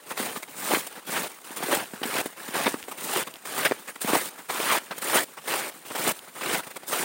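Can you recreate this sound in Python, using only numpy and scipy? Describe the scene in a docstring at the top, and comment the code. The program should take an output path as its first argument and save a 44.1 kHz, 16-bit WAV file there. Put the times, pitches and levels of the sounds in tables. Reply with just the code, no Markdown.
"""Footsteps in old snow in a quiet wood, two a second, dry and close over a faint, even hiss.
Each boot first scuffs the surface, then the heel bites. As the weight comes on, ice bonds snap by the
thousand, crystals fizz and the pack groans; bits of crust give way in hollow crunches and the sole drops
with dull thuds. The boot lifts and loose snow trickles back. From about 2 s on a few small things snap,
and around 4 s come the hardest crunch and thud."""
import sys
import numpy as np
from scipy import signal
from scipy.fft import rfft, irfft, next_fast_len
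from scipy.io import wavfile
from scipy.ndimage import uniform_filter1d, map_coordinates

SR = 44100
rng = np.random.default_rng(int(sys.argv[2]) if len(sys.argv) > 2 else 0)


def bounce(signal):
    """Save signal as a 16-bit WAV file at the path given by the first command-line argument."""
    frames = np.transpose(np.atleast_2d(signal))
    limited = np.clip(frames, -1, 1)
    pcm = np.round(limited * 32767).astype(np.int16)
    wavfile.write(sys.argv[1], SR, pcm)


N = 310464


def snow():
    """The main layer: low groan, mid crunch and top fizz, ridden by the boots and surging together."""
    pack_db, crunch_db, fizz_db = tread()
    breaks, shake_power, fizz_power = crust_breaks(crust_grains(), creak_q=2.2, creak_share=0.33)
    surge = avalanches(per_s=72, fade_s=0.0073)
    crust = unit(crust_grains() * amp(0.9 * surge + 0.87 * wobble(per_s=140)))
    low = amp(1.06) * pack_groan(surge) * np.sqrt(amp(pack_db) ** 2 + amp(-8) ** 2 * shake_power)
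    mid = amp(-0.5) * (crust * amp(crunch_db) + breaks)
    top = amp(1.5) * crystal_fizz(surge) * np.sqrt(amp(fizz_db) ** 2 + fizz_power)
    return low + mid + top + amp(-13) * crackle() * amp(crunch_db)


# Footsteps: landing t/s, press to full weight t/s, roll to lift-off t/s, full-weight crunch level/dB,
# swell from landing/dB, sag to lift-off/dB, pack over crunch/dB, fizz over crunch/dB,
# scuff level/dB, scuff length/s, trickle level/dB
STEPS = [(0.172, 0.043, .17, -30, -1, 15.5, -11, -2.5, -45.5, .109, -51),
         (0.554, 0.15, 0.096, -29.5, 17, 4, -12, 0.5, -47, 0.043, -39.5),
         (1.069, 0.092, 0.12, -29.5, 9.5, 7, -12, -3, -61, .048, -47.5),
         (1.563, .19, 0.092, -30, 10, 6.5, -11, -4.5, -44.5, .12, -43.5),
         (2.035, .15, 0.035, -28, 10, 1, -8.5, -3.5, -46.5, 0.099, -42.5),
         (2.531, 0.024, .14, -27.5, 11, 3.5, -12, -5.5, -42, 0.16, -37.5),
         (2.977, .21, 0.045, -26.5, 15, 7, -15, -3, -48.5, 0.047, -48),
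         (3.452, 0.16, 0.029, -31, 9.5, -5, -15, -2.5, -72, .042, -33),
         (4.007, .14, 0.15, -26, 14, 17.5, -17, -3, -73, 0.023, -48.5),
         (4.489, .24, 0.059, -22.5, 15, 3, -18, -5.5, -71, .048, -43),
         (5.014, 0.16, .071, -22, 16, 15, -17.5, -3.5, -46.5, 0.079, -52.5),
         (5.476, 0.057, .17, -26.5, 3, 12.5, -17.5, -4, -44, .038, -50.5),
         (5.953, .13, 0.04, -26, 11, 5.5, -11, -2.5, -43, 0.092, -45),
         (6.408, 0.14, 0.062, -26, 9, 9.5, -11.5, -5.5, -41.5, 0.054, -47),
         (6.874, 0.069, 0.097, -29.5, 18, 0, -11.5, -1, -58.5, .039, -43)]
def tread():
    """Each boot grazes, lands, takes the weight and lifts: envelopes in dB for pack, crunch and fizz."""
    attack_s, release_s = 0.0025, 0.0022
    heel_db, heel_s = 1, 0.015
    scuff_rise_db_per_s, trickle_fall_db_per_s = 12, 95
    t = np.arange(N) / SR
    power = np.zeros((3, N))
    loose = amp(-52.5 + 2 * wobble(per_s=77)) ** 2  # crumbs keep stirring between the steps
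    for land, press, roll, db, swell_db, sag_db, pack_db, fizz_db, scuff_db, scuff_s, trickle_db in STEPS:
        near = abs(t - land) < 1
        age, lift = t[near] - land, press + roll
        weight_db = np.interp(age, [0, press, lift], [-swell_db, 0, -sag_db])
        weight_db += heel_db * np.exp(-abs(age) / heel_s)  # the heel bites through the surface
        landed, lifted = gate(age, attack_s), gate(age - lift, release_s)
        # pack and fizz swell less than the crunch does
        layers_db = np.array([pack_db + 0.67 * weight_db, weight_db, fizz_db + 0.65 * weight_db])
        power[:, near] += (amp(db + layers_db) * landed * (1 - lifted)) ** 2
        grazing = gate(age + scuff_s, attack_s) * (1 - landed)
        scuff = amp(scuff_db - scuff_rise_db_per_s * abs(age)) * grazing
        trickle = amp(trickle_db - trickle_fall_db_per_s * abs(age - lift)) * lifted
        loose[near] += scuff ** 2 + trickle ** 2
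    loose_balance = amp([[-10.5], [0], [-0.5]])  # loose snow has little low end
    return 10 * np.log10(power + loose * loose_balance ** 2)


# Tone of the breaking crust: f/Hz, level/dB
CRUST_EQ = [(100, -57.5), (280, -2.5), (480, -0.5), (900, 1), (1900, -0.5), (2800, -3), (4500, -8.5),
            (6500, -9.5), (12000, -35)]
def crust_grains():
    """The body of the crunch: dense, soft fractures of middling size."""
    fractures = grains(count=30000, low_hz=317, high_hz=5510, cycles=0.89, spread_db=0.5, samples=160)
    return squeaky(coloured(fractures, CRUST_EQ), patchy_db=2.5)


def crackle():
    """The edge on the crunch: single bonds snap clear of the rest."""
    bonds = grains(count=2500, low_hz=910, high_hz=4970, cycles=0.67, spread_db=14.5, samples=120)
    return unit(coloured(bonds, CRUST_EQ))


# Bits of crust giving way: centre t/s, length/s, crunch level/dB, fizz level/dB, creak f/Hz
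CRUST_BREAKS = [(0.113, 0.021, -30.5, -38.5, 960), (0.365, 0.019, -33, -40, 1520),
                (0.431, 0.011, -35.5, -37.5, 1700), (0.487, .018, -40.5, -49, 990),
                (0.719, 0.025, -24.5, -36, 870), (0.752, .016, -20.5, -39, 2110),
                (0.871, .011, -37, -36, 800), (0.969, 0.035, -40.5, -47, 820),
                (1.171, 0.019, -25, -47, 1790), (1.573, 0.023, -39, -34, 910),
                (1.633, 0.017, -28.5, -34.5, 840), (1.726, 0.033, -22, -31, 700),
                (1.802, 0.017, -29, -42, 1100), (2.036, 0.012, -24, -41, 1120),
                (2.184, 0.013, -30, -35, 1400), (2.262, 0.011, -33.5, -34, 690),
                (2.483, 0.014, -37, -41, 1180), (2.666, 0.015, -20.5, -34, 680),
                (2.888, 0.023, -42, -42.5, 700), (2.92, 0.014, -35.5, -39, 1000),
                (3.276, .012, -32.5, -41, 1090), (3.459, 0.013, -38.5, -39, 885),
                (3.584, .015, -28, -30.5, 1000), (3.658, .016, -15, -27, 2110),
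                (3.888, 0.028, -35, -40, 1790), (3.96, 0.0078, -38.5, -44, 924),
                (4.022, 0.026, -46, -32, 1200), (4.09, 0.03, -26.5, -40, 770),
                (4.153, .018, -20.5, -31, 700), (4.393, 0.031, -41.5, -46, 1080),
                (4.502, 0.014, -25.5, -35, 740), (4.722, 0.015, -28, -28, 1280),
                (4.917, 0.018, -28, -41, 1170), (4.984, 0.0092, -38.5, -36.5, 1107),
                (5.025, 0.015, -32.5, -36, 1740), (5.155, 0.01, -25, -24.5, 700),
                (5.379, 0.02, -38, -45, 930), (5.86, 0.023, -44.5, -57, 1000), (5.91, 0.016, -33, -54, 890),
                (5.956, 0.014, -28, -38, 1030), (6.084, 0.022, -29, -48, 645),
                (6.285, .025, -46, -50, 1200), (6.367, 0.013, -40, -53, 1100),
                (6.414, .013, -31, -46, 1100), (6.638, 0.015, -42, -44, 1790),
                (6.673, 0.012, -38.5, -38, 695), (6.714, 0.016, -42, -46, 1680),
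                (6.766, .014, -34, -39, 910), (6.836, 0.0089, -40.5, -51, 700),
                (6.889, 0.037, -45, -33.5, 1200), (6.934, 0.014, -27.5, -28, 1080)]
def crust_breaks(crust, creak_q, creak_share):
    """Slabs break fast and settle: returns the crunches and the power they send to pack and fizz."""
    t = np.arange(N) / SR
    crunches, shake_power, fizz_power = np.zeros((3, N))
    for centre, length, crunch_db, fizz_db, hz in CRUST_BREAKS:
        near = slice(max(0, int((centre - .1) * SR)), int((centre + .1) * SR))
        offset = (t[near] - centre) / length
        attack = 1 / (1 + np.exp(np.clip(-14 * (offset + .5), -50, 50)))
        swell = attack * np.exp(-1.5 * offset ** 2)
        # the slab rings briefly at a pitch set by its size
        creak = unit(signal.lfilter(*signal.iirpeak(hz, creak_q, SR), crust[near]))
        envelope = amp(crunch_db) * swell
        crunches[near] += envelope * unit(creak_share * creak + (1 - creak_share) * crust[near])
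        shake_power[near] += (envelope * 700 / hz) ** 2  # big, low slabs shake the pack most
        fizz_power[near] += (amp(fizz_db) * swell) ** 2
    return crunches, shake_power, fizz_power


# Tone of the snow pack: f/Hz, level/dB
PACK_EQ = [(30, -60), (60, -34), (100, -14), (160, -1.5), (260, 2), (400, 0.5), (550, 0), (1000, -50),
           (3000, -61)]
def pack_groan(surge):
    """The weight under the step: coarse, low fractures as the snow packs down."""
    fractures = grains(count=3200, low_hz=105.5, high_hz=700, cycles=1.0, spread_db=15.5, samples=900)
    return unit(coloured(fractures * amp(0.95 * surge), PACK_EQ))


# Tone of the snow's top fizz, with the microphone's peaks near 9.3 and 15 kHz: f/Hz, level/dB
FIZZ_EQ = [(1500, -53.5), (3500, -9.5), (5500, -10), (8300, -2.5), (9150, .5), (9700, 0), (10700, -9.5),
           (12200, -8), (14000, -2.5), (15800, -1)]
def crystal_fizz(surge):
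    """The sparkle on top: the finest fractures, with extra avalanches of their own."""
    fractures = grains(count=60000, low_hz=3040, high_hz=17700, cycles=0.53, spread_db=0, samples=24)
    flicker_db = 1.4 * surge + 1.3 * avalanches(per_s=150, fade_s=0.011)
    return squeaky(coloured(fractures * amp(flicker_db), FIZZ_EQ), patchy_db=1.9)


# Sudden drops of the sole: t/s, relative level/dB, nominal f/Hz
SOLE_DROPS = [(0.2007, -25, 312), (0.37, -30, 290), (0.7095, -21, 685), (0.7359, -15.5, 440),
              (0.771, -25, 350), (1.5068, -34.5, 340), (1.6284, -32, 513), (1.6948, -28, 556),
              (1.729, -18.5, 453), (1.936, -30, 284.6), (2.0162, -28.5, 360), (2.0547, -24.5, 308),
              (2.259, -25, 425), (2.488, -30.5, 276), (2.5559, -27, 647), (2.6779, -18.5, 493),
              (2.742, -22, 360), (2.8834, -31, 520), (3.7118, -19, 410), (3.7199, -16.5, 550),
              (4.0464, -22.5, 275), (4.1334, -13.5, 418), (4.6, -24, 500), (5.158, -15, 523),
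              (6.0755, -19.5, 560), (6.9291, -23, 606)]
def sole_thuds():
    """The sole drops and stops: a heavily damped swing that dives in pitch, with a puff of grit."""
    out, t = np.zeros(N + SR), np.arange(SR // 20) / SR
    for start, db, hz in SOLE_DROPS:
        turns = hz * (0.733 * t + 0.000519 * (1 - np.exp(-t / 0.0009)))
        swing = np.sin(2 * np.pi * turns) * np.exp(-turns / 0.78)
        grit = 0.33 * rng.standard_normal(len(t)) * np.exp(-t / 0.0052)
        out[round(start * SR):][:len(t)] += amp(db + 5.5) * (swing + grit)
    thud_eq = [(30, -20), (60, -37), (130, -5.5), (250, 1.5), (1800, 7.5), (5000, -11), (15000, -17)]
    return coloured(out[:N], thud_eq)


# Small dry snaps of ice or twigs: t/s, relative level/dB
SNAPS = [(1.858, -29), (2.828, -25), (2.8396, -28), (3.2362, -23), (3.34, -27), (3.3577, -30),
         (6.1919, -27), (6.641, -34)]
def snaps():
    """Ice or a twig breaks: a tick of a millisecond or two with a thin, bright ring."""
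    out, t = np.zeros(N + SR), np.arange(SR // 50) / SR
    for start, db in SNAPS:
        ring_hz = 2900 * np.exp(0.082 * rng.standard_normal())
        ring = 0.75 * np.sin(2 * np.pi * ring_hz * t)
        crack = 0.37 * rng.standard_normal(len(t))
        out[round(start * SR):][:len(t)] += amp(db + 3.5) * (ring + crack) * np.exp(-t / 0.00051)
    return out[:N]


# Tone of the background hiss, with the microphone's peaks near 9.3 and 15 kHz: f/Hz, level/dB
HISS_EQ = [(25, -36), (60, -19), (150, -1), (450, -2), (1500, -4), (5500, -12), (9300, -1), (11000, -12),
           (15800, -8)]
def hiss():
    """The bed: a faint, even background hiss."""
    return amp(-57) * unit(coloured(rng.standard_normal(N), HISS_EQ))


def grains(count, low_hz, high_hz, cycles, spread_db, samples):
    """A cloud of tiny fractures, rms 1: each rings for a cycle or so at its own pitch and strength."""
    when, pitch, strength, sign = rng.random((count, 4)).T
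    hz = low_hz + (high_hz - low_hz) * pitch
    turns = hz[:, None] * np.arange(samples) / SR
    gain = np.sign(sign - .5) * np.sqrt(hz) * amp(spread_db * strength ** 2)  # many faint, few strong
    rings = gain[:, None] * np.sin(2 * np.pi * turns) * np.exp(-turns / cycles)
    where = (when * N).astype(int)[:, None] + np.arange(samples)
    return unit(np.bincount(where.ravel(), rings.ravel(), N)[:N])


def avalanches(per_s, fade_s):
    """A modulator, mean 0 and rms 1: one failure sets off many at once, then they die away."""
    triggers = (rng.random(N) < per_s / SR).astype(float)
    activity = signal.lfilter([1], [1, -np.exp(-1 / (fade_s * SR))], triggers)
    return unit(activity - activity.mean())


def squeaky(x, patchy_db):
    """Neighbouring grains lock for a few hundredths of a second, so brief pitches poke out; rms 1."""
    spectrum = signal.stft(x, nperseg=512)[2]
    patches = uniform_filter1d(rng.standard_normal(spectrum.shape), size=4, axis=0)  # across pitch
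    patches = uniform_filter1d(patches, size=4, axis=1)  # across time
    return unit(signal.istft(spectrum * amp(patchy_db * unit(patches)), nperseg=512)[1][:N])


def coloured(x, eq):
    """Minimum-phase EQ through (f/Hz, level/dB) points, so attacks have no pre-ring."""
    size = 2 * next_fast_len(N // 2 + 4096)
    hz, db = np.transpose(eq)
    gain = amp(np.interp(np.log(np.fft.rfftfreq(size, 1 / SR) + 1), np.log(hz), db))
    cepstrum = irfft(np.log(gain))
    cepstrum[1:size // 2] *= 2
    cepstrum[size // 2 + 1:] = 0
    return irfft(rfft(x, size) * np.exp(rfft(cepstrum)), size)[:N]


def wobble(per_s):
    """A smooth random modulator with per_s knots a second."""
    return map_coordinates(rng.standard_normal(N // 20), [np.arange(N) * per_s / SR], mode="wrap")


def gate(t, edge_s):
    """Opens smoothly as t passes zero."""
    return .5 + .5 * np.tanh(t / (2 * edge_s))


def amp(db):
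    """Decibels to gain."""
    return 10 ** (np.asarray(db) / 20)


def unit(x):
    """Scaled to rms 1."""
    return x / np.sqrt(np.mean(x ** 2) + 1e-20)


def scene():
    """A dry mono mix: snow swallows every echo."""
    return (snow() + sole_thuds() + snaps() + hiss())[None]


def record(dry):
    """The hand-held camera's tone: a low cut on the deep bass and a brick wall on the top."""
    low_cut_hz, top_hz = 72, 15900
    sound = signal.sosfilt(signal.butter(2, low_cut_hz, "highpass", fs=SR, output="sos"), dry)
    size = next_fast_len(N + 8192)
    passband = np.fft.rfftfreq(size, 1 / SR) < top_hz
    return irfft(rfft(sound, size) * passband, size)[:, :N]


dry = scene()
out = record(dry)
bounce(out)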